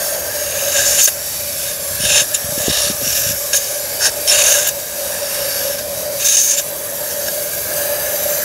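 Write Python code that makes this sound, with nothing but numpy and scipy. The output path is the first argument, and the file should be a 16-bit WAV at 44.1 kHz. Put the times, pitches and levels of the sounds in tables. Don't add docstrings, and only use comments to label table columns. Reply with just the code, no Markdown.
import sys
import numpy as np
from scipy import signal
from scipy.fft import rfft, irfft, next_fast_len
from scipy.io import wavfile
from scipy.ndimage import uniform_filter1d, map_coordinates

SR = 44100
rng = np.random.default_rng(int(sys.argv[2]) if len(sys.argv) > 2 else 0)


def log_audio(samples):
    frames = np.atleast_2d(samples).T
    limited = np.clip(frames, -1, 1)
    pcm = np.round(limited * 32767).astype(np.int16)
    wavfile.write(sys.argv[1], SR, pcm)


def gain_from_decibels(decibels):
    exponent = np.asarray(decibels, float) / 20
    return 10 ** exponent


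N = 372204

# (time [s], pipe tone [dB], rush [dB], third harmonic [dB])
OPEN_FLOW = [(0, -27.5, -25, -33), (.5, -33, -24, -37), (.93, -29.5, -21.5, -34.5), (1.03, -36, -19.5, -41),
             (1.14, -32, -26, -38), (1.3, -35.5, -25, -37.5), (2.4, -34, -24.5, -34.5),
             (2.66, -28, -25, -39), (3.15, -34, -25, -36), (4.22, -32, -25, -35), (4.47, -25.5, -20, -28),
             (4.73, -33, -26, -39), (5.6, -27.5, -24, -28.5), (5.85, -29.5, -26.5, -38.5),
             (6.22, -30, -25.5, -35), (6.4, -40.5, -26.5, -39), (6.68, -32.5, -27.5, -40),
             (7.9, -27.5, -23, -29)]
# (pitch [Hz], width [Hz], level [dB])
PIPE_TONE = [(580, 42.6, 0)]
# (pitch [Hz], width [Hz], level [dB])
PIPE_THIRD = [(1650, 167, 0)]
# (time [s], pitch [Hz])
PIPE_PITCH = [(0, 598), (.6, 571.2), (1.2, 585.5), (1.8, 574.7), (2.2, 592.2), (2.9, 578.7), (3.5, 568.7),
              (4.1, 588.3), (4.6, 582), (5.5, 563.7), (6.1, 580), (6.8, 578.5), (7.7, 592.2), (8.44, 583.4)]
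# (frequency [Hz], level per Hz [dB])
THROAT_ROAR = [(120, -44), (300, -31.5), (800, -18), (1300, -23.5), (2200, -29.5), (4000, -65)]
# (from [s], [(pitch [Hz], width [Hz], level [dB])])
RUSH_NOTES = [
    (0, [(5440, 300, -5.5), (6530, 210, 2), (9030, 130, -1), (9800, 200, -2), (10400, 200, -8), (11560, 350, -0.5), (12300, 400, -2.5), (13400, 200, -6)]),
    (1.1, [(5400, 290, -11), (5700, 340, -3.5), (6420, 290, -3), (7240, 160, -2.5), (8650, 250, -11.5), (9840, 280, -6), (11370, 530, 1), (12600, 540, -4.5), (15450, 270, -11)]),
    (4.7, [(5760, 230, -4), (6350, 180, -5), (8000, 240, -15), (9360, 340, -7), (10300, 200, -4), (11420, 190, 1.5), (12100, 370, -6), (12800, 380, -6)]),
    (6.6, [(5730, 310, -5.5), (6300, 200, -2.5), (7100, 230, -11), (8040, 150, -15), (9000, 250, -5.5), (10000, 250, -5.5), (11340, 340, 1.5), (12700, 400, 2.5), (13000, 180, -15), (14400, 300, 0)]),
]
# (pitch [Hz], width [Hz], level [dB])
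RUSH_ALWAYS = [(2290, 140, -11), (2800, 140, -23), (3825, 100, -8), (4704, 150, -4)]
# (frequency [Hz], level per Hz [dB])
RUSH_BETWEEN = [(900, -23), (2200, -14.5), (4200, -13.5), (6000, -9), (9000, -9), (13000, -10.5),
                (15800, -11.5)]
# (time [s], level [dB])
SEAL = [
    (1.005, 5.5),
    (1.03, -8),
    (1.068, -17),
    (1.076, 2),
]
# (start [s], hold [s], first level [dB], last level [dB], lengthwise against crosswise notes [dB])
SQUEEZES = [(0.718, .038, -22, -16, -11), (0.761, 0.046, -12, -13.5, -11.5), (.81, 0.043, -17, -18, -11.5),
            (0.857, 0.06, -13.5, -14, -16.5), (0.912, 0.071, -14, -19, -14),
            (.978, 0.029, -12.5, -10, -11.5), (1.009, 0.051, -12, -9.5, -12),
            (1.075, 0.011, -15, -14.5, -9.5), (1.997, .05, -23.5, -16.5, -6),
            (2.049, .05, -16.5, -13, -4.5), (2.098, 0.11, -13.5, -13.5, -3.5),
            (2.206, .028, -13.5, -24, -6), (2.346, 0.0054, -8, -10.5, -10.5), (2.35, 0.015, -15, -24, -6),
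            (2.583, 0.16, -26, -17.5, -6.5), (2.728, .06, -15.5, -16.5, -7.5),
            (2.789, 0.086, -16, -16.5, -10.5), (2.87, 0.048, -17, -23, -8.5), (3.013, .035, -27, -22, -9),
            (3.051, 0.14, -20.5, -19, -8.5), (3.182, 0.14, -20, -20, -9), (3.533, .014, -14, -11.5, -5),
            (3.55, 0.024, -10, -12, -19), (3.571, .02, -15, -25, -9.5), (4.006, 0.045, -18.5, -12.5, -12),
            (4.056, .01, -8, -11, -13), (4.068, 0.029, -12, -23, -10.5), (4.277, .036, -8.5, -12.5, -9),
            (4.307, 0.12, -10, -13.5, -6), (4.44, 0.17, -12.5, -16, -9), (4.6, 0.043, -18, -21, -9.5),
            (4.644, .034, -22, -16, -7.5), (4.688, 0.0035, -10.5, -11.5, -13), (6.199, 0.04, -21, -18, -8),
            (6.246, 0.03, -10.5, -8, -16), (6.284, 0.075, -9.5, -9.5, -15), (6.369, .035, -8.5, -11.5, -15),
            (6.403, 0.084, -12.5, -14, -17), (6.487, .04, -11.5, -11, -17.5),
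            (6.527, 0.037, -13, -21, -14.5), (6.566, 0.035, -18, -15.5, -9.5)]
# (closest [s], half length [s], level [dB], lengthwise against crosswise notes [dB])
GRAZES = [(.63, 0.14, -25, -7.5), (1.683, .06, -30, -4), (5.36, 0.16, -28.5, -7.5), (5.6, .13, -25.5, -12),
          (5.79, 0.0089, -24.5, -8), (7.105, .035, -27.5, -14), (7.241, 0.052, -29.5, -18),
          (3.66, 0.089, -26, -11), (7.28, .012, -25, -7)]
# (time [s], length [s], level [dB])
SPITS = [(1.044, 0.021, -10.5), (1.085, 0.016, -17), (3.205, 0.19, -23), (3.566, 0.026, -19),
         (4.678, .012, -11), (4.69, .008, -14), (6.274, 0.093, -26), (6.45, 0.081, -21),
         (6.584, 0.028, -21)]
# (pitch [Hz], width [Hz], level [dB])
LENGTHWISE = [(582, 42, 2), (1652, 146, 0.5), (2520, 120, -6), (2820, 310, -2), (3717, 190, -2)]
# (frequency [Hz], level per Hz [dB])
LENGTHWISE_BETWEEN = [(700, -19), (1100, -20), (2100, -28), (3300, -15), (4300, -15), (5000, -23),
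                      (6000, -45)]
# (pitch [Hz], width [Hz], level [dB])
CROSSWISE = [(3750, 250, -2), (4450, 170, 0.5), (4730, 150, -3), (5390, 127, 2), (5650, 278, -2),
             (6100, 250, -2), (6430, 195, 1.5), (6850, 330, -1.5), (7070, 220, -1.5), (7400, 320, -1.5),
             (8670, 180, -6), (9440, 230, -2), (9540, 200, -0.5), (9950, 350, -0.5)]
# (frequency [Hz], level per Hz [dB])
CROSSWISE_BETWEEN = [(3500, -38), (4300, -27.5), (7000, -17), (8300, -20), (10000, -25), (11500, -29)]
# (frequency [Hz], level per Hz [dB])
THIN_HISS = [(9000, -19), (11500, -0.5), (13000, -3.5), (15800, -5.5)]
# (from [s], [(pitch [Hz], level [dB])])
TIP_POSITIONS = [(0, [(6430, -1), (7070, -3), (9350, -10)]), (.86, [(6430, 0), (7000, 0), (5700, -1),
                 (9540, -17)]), (.97, [(6450, -2), (7100, 0), (9500, -5)]), (1.02, [(6400, 2.5), (7300, 0),
                 (10000, -10)]), (1.068, [(5400, -3), (7100, 2), (9450, 1)]), (1.5, [(5370, -1), (6500, -3),
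                 (9800, -3)]), (2.07, [(6400, 0), (7060, 1), (5350, 0), (10000, -2)]), (2.3, [(7000, 3.5),
                 (5600, -1), (3750, -4), (9950, 1)]), (2.5, [(6700, 3), (7300, 1), (5400, -5), (9700, -4)]),
                 (2.68, [(5380, 1), (3750, 2), (4500, -7), (9500, -3.5)]), (2.8, [(5650, 0.5), (3750, -3.5),
                 (4500, -4), (9800, -3)]), (2.96, [(5600, 1.5), (7400, -3), (6400, -4.5), (10000, -6)]),
                 (3.45, [(6560, 2), (5500, -5), (9540, -4)]), (3.9, [(5400, -1.5), (6430, -4),
                 (9540, -6.5)]), (4.2, [(5430, 0.5), (6600, -6), (9750, -4.5)]), (4.315, [(6950, 2),
                 (6300, 0.5), (4450, -3), (9540, -2.5)]), (4.44, [(6200, 2), (7200, -2.5), (9500, -3.5)]),
                 (4.55, [(7200, 1), (6360, -1), (5400, -4), (9500, -3)]), (4.643, [(6450, 0), (7300, 0),
                 (9450, -4)]), (5, [(5440, 1.5), (4670, -0.5), (9540, -14)]), (6, [(6410, -0.5), (7070, -8),
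                 (3750, -9), (9890, -9)]), (6.33, [(6430, -1), (7070, -7), (9540, -9)]),
                 (6.535, [(6450, -1), (7200, -2), (9600, -7.5)]), (7, [(5400, 0), (6430, 0), (9540, -21)])]
# (from [s], level [dB])
LOW_LEAN = [(0, 0), (.75, 2.5), (.97, -1.5), (1.07, 3.5), (1.5, -4), (2.3, -4), (2.5, -0.5), (2.96, -1),
            (3.45, -3), (3.9, 7), (4.201, -7), (4.305, -0.5), (4.44, 1), (4.55, 4), (4.643, 2), (5, 0),
            (6, -4), (6.535, -3), (7, 4)]
# (time [s], peak [dB], brightness [dB])
POPS = [(1.076, -16, -6), (2.343, -27, 0), (2.586, -27, 5), (3.533, -15, -1), (4.276, -29, 12),
        (6.245, -23, 0), (6.597, -18, -11), (7.283, -11.5, -11)]
# (pitch [Hz], level [dB], time to fall 60 dB [s])
POP_LENGTHWISE = [(603, 2, 0.043), (1640, -1, 0.045), (2780, -10, .012), (3750, -8, .012)]
# (pitch [Hz], level [dB], time to fall 60 dB [s])
POP_CROSSWISE = [(5400, 10.5, 0.023), (6420, 7, .018), (9500, -5, .012)]
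# (frequency [Hz], width [Hz], depth [0-1])
HOLLOWS = [(1410, 68, 0.32), (2017, 290, 0.21), (4200, 120, 0.28)]
# (time [s], peak [dB], pitch [Hz], length [cycles])
THUMPS = [(1.084, -44, 245, 2), (1.912, -29, 111, 1.3), (2.004, -21, 144, 1.4), (2.038, -22, 195, 2.2),
          (2.061, -24, 89, 1.1), (2.114, -26, 140, 1.9), (2.169, -25, 122, 1.5), (2.22, -23, 142, 1.8),
          (2.446, -22, 122, 1.5), (2.458, -27, 100, 1.5), (2.492, -22, 110, 1.2), (2.527, -23, 150, 2),
          (2.579, -15, 260, 1.2), (2.609, -24, 100, 1.4), (2.64, -26, 215, 2), (2.683, -3, 295, 0.72),
          (2.7, -13, 149, 0.75), (2.713, -19, 90, 1), (2.87, -26, 166, 2), (2.902, -14, 200, 1.2),
          (2.912, -19, 220, 1.6), (2.949, -28, 104, 1.5), (3.017, -26, 330, 1.8), (3.024, -25, 230, 1.4),
          (3.032, -23, 140, 1.4), (3.066, -25, 300, 1.5), (3.074, -21, 150, 1.2), (3.085, -25, 90, 1.3),
          (3.211, -32, 330, 2), (3.269, -21, 90, 1.3), (3.297, -23, 110, 1.6), (3.309, -18, 130, 0.83),
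          (3.334, -25, 94, 1.5)]
# (time [s], level [dB])
DRAUGHT = [(0, -44.5), (1.6, -41), (2.1, -33), (2.3, -44), (2.7, -39), (3.3, -35), (3.43, -44.5), (6, -42),
           (6.5, -50)]
# (time [s], level [dB])
HUM = [(0, -48), (1.6, -44.5), (2.2, -46), (3.2, -48), (3.5, -43), (6, -42.5), (6.5, -44.5), (7.36, -38)]
# (frequency [Hz], level per Hz [dB])
HUM_COLOUR = [(22, -40), (46, -12.5), (70, -4), (150, -3.5), (250, -7.5), (480, -2), (620, -20),
              (1060, -120)]
# (pitch [Hz], level [dB])
MOTOR = [(242.2, -56.5)]


def inflow():
    tone_db, rush_db, third_db = curves(OPEN_FLOW)
    tone = gain_from_decibels(tone_db + 1.3 + 1.37 * wobble(11)) * bent(air(PIPE_TONE, patchy_db=-0.1, sharp=1.25))
    roar = gain_from_decibels(0.53 * tone_db - 24.5) * air(between=THROAT_ROAR, patchy_db=2.5)
    third = gain_from_decibels(third_db - 2.5) * air(PIPE_THIRD, patchy_db=2.2, sharp=0.94)
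    shaded = [(start, notes + RUSH_ALWAYS) for start, notes in RUSH_NOTES]
    rush_gain = gain_from_decibels(rush_db + 3.0 + 0.78 * wobble(9) + 0.48 * wobble(60))
    rush = rush_gain * air(between=RUSH_BETWEEN, moving=shaded, patchy_db=1.96, sharp=0.88)
    return gain_from_decibels(0.59 * curves(SEAL)[0]) * (tone + roar + third) + rush


def bent(tone):
    place = np.cumsum(curves(PIPE_PITCH)[0] / PIPE_TONE[0][0])
    return np.interp(place % (N - 1), np.arange(N), tone)


def jet():
    t = np.arange(N) / SR
    along_gain, across_gain = uniform_filter1d(squeezing(), size=80, axis=1)
    spits = sum(gain_from_decibels(db) * np.exp(-(2 * (t - s) / length) ** 2) for s, length, db in SPITS)
    spit_gain = gain_from_decibels(-17.0) * across_gain + spits
    flutter = gain_from_decibels(0.51 * wobble(24.98) + 1.34 * wobble(150) + 0.56 * wobble(700))
    ringing = leaning(air(LENGTHWISE, LENGTHWISE_BETWEEN, patchy_db=1.7, sharp=1.03))
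    along = gain_from_decibels(0.5 + 0.75 * curves(SEAL)[0]) * along_gain * ringing
    lit_notes = [(start, favoured(lit)) for start, lit in TIP_POSITIONS]
    across = gain_from_decibels(-0.56) * across_gain * air(between=CROSSWISE_BETWEEN, moving=lit_notes, patchy_db=1.5, sharp=1.21)
    thin = air(between=THIN_HISS, patchy_db=1.5)
    return unit(flutter) * (along + across + spit_gain * thin)


def squeezing():
    close_db_per_s, open_db_per_s = 3000, 1300
    kick_db, kick_s = 0.5, 0.033
    t, levels = np.arange(N) / SR, np.full((2, N), -120.)
    for start, hold, first_db, last_db, along_db in SQUEEZES:
        near = slice(round((start - .05) * SR), round((start + hold + .1) * SR))
        u = t[near] - start
        across = np.interp(u, [0, hold], [first_db, last_db])
        across = across + close_db_per_s * np.minimum(u, 0) - open_db_per_s * np.maximum(u - hold, 0)
        along = across + along_db + kick_db * np.exp(-np.abs(u) / kick_s)
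        levels[:, near] = np.maximum(levels[:, near], [along, across])
    for closest, half, db, along_db in GRAZES:
        across = db - 4 * ((t - closest) / half) ** 2
        levels = np.maximum(levels, [across + along_db, across])
    return gain_from_decibels(levels)


def leaning(x):
    m = next_fast_len(N)
    low = irfft(rfft(x, m) * (np.fft.rfftfreq(m, 1 / SR) < 2050), m)[:N]
    start, db = np.transpose(LOW_LEAN)
    steps = gain_from_decibels(db)[np.searchsorted(start, np.arange(N) / SR, "right") - 1]
    return x + (uniform_filter1d(steps, size=400) - 1) * low


def favoured(lit):
    fall_db_per_octave, split_hz = 82, 8300
    unlit_db, unlit_slope, high_unlit_db = -5.5, 0.084, -6.5
    *low, (high_hz, high_db) = lit

    def away(hz, best):
        return -fall_db_per_octave * abs(np.log2(hz / best))

    def lift(hz):
        if hz > split_hz:
            return high_db + max(away(hz, high_hz), high_unlit_db)
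        kept = unlit_db + low[1][1] + unlit_slope * away(hz, low[0][0])
        return max([db + away(hz, best) for best, db in low] + [kept])

    return [(hz, width, db + lift(hz)) for hz, width, db in CROSSWISE]


def hollowed(x):
    m = next_fast_len(N + 8192)
    hz = np.fft.rfftfreq(m, 1 / SR)
    dips = [1 - np.clip(depth, 0, .9) * np.exp(-((hz - c) / width) ** 2) for c, width, depth in HOLLOWS]
    return irfft(rfft(x, m) * np.prod(dips, axis=0), m)[:N]


def pops():
    out, t = np.zeros(N), np.arange(3000) / SR

    def ring(notes):
        return sum(gain_from_decibels(db - 60 * t / t60 + rng.normal(0, 1.8)) * np.sin(2 * np.pi * hz * t)
                   for hz, db, t60 in notes)

    for start, db, bright_db in POPS:
        crack = 0.64 * gain_from_decibels(-60 * t / 0.023) * rng.standard_normal(len(t))
        burst = ring(POP_LENGTHWISE) + gain_from_decibels(bright_db) * ring(POP_CROSSWISE) + crack
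        out[round(start * SR):][:len(t)] += gain_from_decibels(db - 2.0) * burst * (1 - np.exp(-t / 0.0011))
    return out


def thumps():
    out, t = np.zeros(N), np.arange(-2000, 2000) / SR
    for s, db, hz, cycles in THUMPS:
        fade = np.exp(-(2 * hz * t / cycles * np.where(t < 0, 1.5, .8)) ** 2)
        swing = -np.cos(2 * np.pi * hz * t) - 0.37 * np.cos(3.8 * np.pi * hz * t)
        out[round(s * SR) - 2000:][:len(t)] += gain_from_decibels(db - 1.5) * swing * fade
    return out


def workshop():
    deep_db = curves(DRAUGHT)[0] + 0.85 * wobble(3.6)
    deep = air([(78.5, 67, 0)], patchy_db=1.5, sharp=1.57)
    hum = air(between=HUM_COLOUR, patchy_db=1.6)
    drift = np.cumsum(1 + 0.00404 * wobble(3.006)) / SR
    motor = sum(gain_from_decibels(db - 2.0 + 4.0 * wobble(2.1)) * np.sin(2 * np.pi * hz * drift) for hz, db in MOTOR)
    return gain_from_decibels(deep_db - 4) * deep + gain_from_decibels(curves(HUM)[0]) * hum + motor


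def air(modes=(), between=None, patchy_db=1.5, sharp=0.91, moving=()):
    hz, t, z = signal.stft(rng.standard_normal(N + 512), SR, nperseg=512)
    field = uniform_filter1d(uniform_filter1d(rng.standard_normal(z.shape), size=3, axis=0), size=24, axis=1)
    ripple = uniform_filter1d(rng.standard_normal(z.shape), size=80, axis=1)
    z = z * gain_from_decibels(patchy_db * (0.61 * unit(field) + 1.48 * unit(ripple)))
    if moving:
        sets = np.array([unit(power(hz, notes, between) ** (sharp / 2)) for _, notes in moving])
        current = np.searchsorted([start for start, _ in moving], t, "right") - 1
        z = z * uniform_filter1d(sets[current].T, size=3, axis=1)
    noise = signal.istft(z, nperseg=512)[1][:N]
    if not moving:
        m = next_fast_len(N + 8192)
        colour = power(np.fft.rfftfreq(m, 1 / SR), modes, between) ** (sharp / 2)
        noise = irfft(rfft(noise, m) * colour, m)[:N]
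    return unit(noise)


def power(hz, modes=(), between=None):
    total = sum(gain_from_decibels(db) ** 2 * (hz * w) ** 2 / ((c * c - hz * hz) ** 2 + (hz * w) ** 2) for c, w, db in modes)
    if between:
        f, db = np.transpose(between)
        total = total + gain_from_decibels(np.interp(np.log(hz + 1), np.log(f), db, left=-80)) ** 2
    return total


def wobble(rate):
    coarse = np.arange(0, N + 16, 16)
    knots = map_coordinates(rng.standard_normal(int(N * rate / SR) + 4), [coarse * rate / SR])
    return np.interp(np.arange(N), coarse, knots)


def curves(rows):
    s, *columns = np.transpose(rows)
    return [np.interp(np.arange(N) / SR, s, column) for column in columns]


def unit(x):
    return x / np.sqrt(np.mean(x ** 2) + 1e-20)


def scene():
    port = hollowed(inflow() + jet())
    background = gain_from_decibels(curves(SEAL)[0]) * workshop()
    return np.tile(port + pops() + thumps() + background, (2, 1))


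def top_cut(x):
    return signal.sosfilt(signal.butter(12, 16950, fs=SR, output="sos"), x)


def record(dry):
    low_hz, high_hz = 45, 15740
    soft = dry[0] / (1 + np.abs(dry[0] / .89) ** 5) ** (1 / 5)
    m = next_fast_len(N)
    hz = np.fft.rfftfreq(m, 1 / SR)
    band = (hz < high_hz) / np.sqrt(1 + (low_hz / (hz + 1)) ** 6)
    mix = np.tile(irfft(rfft(soft, m) * band, m)[:N], (2, 1))
    return top_cut(mix)


dry = scene()
out = record(dry)
log_audio(out)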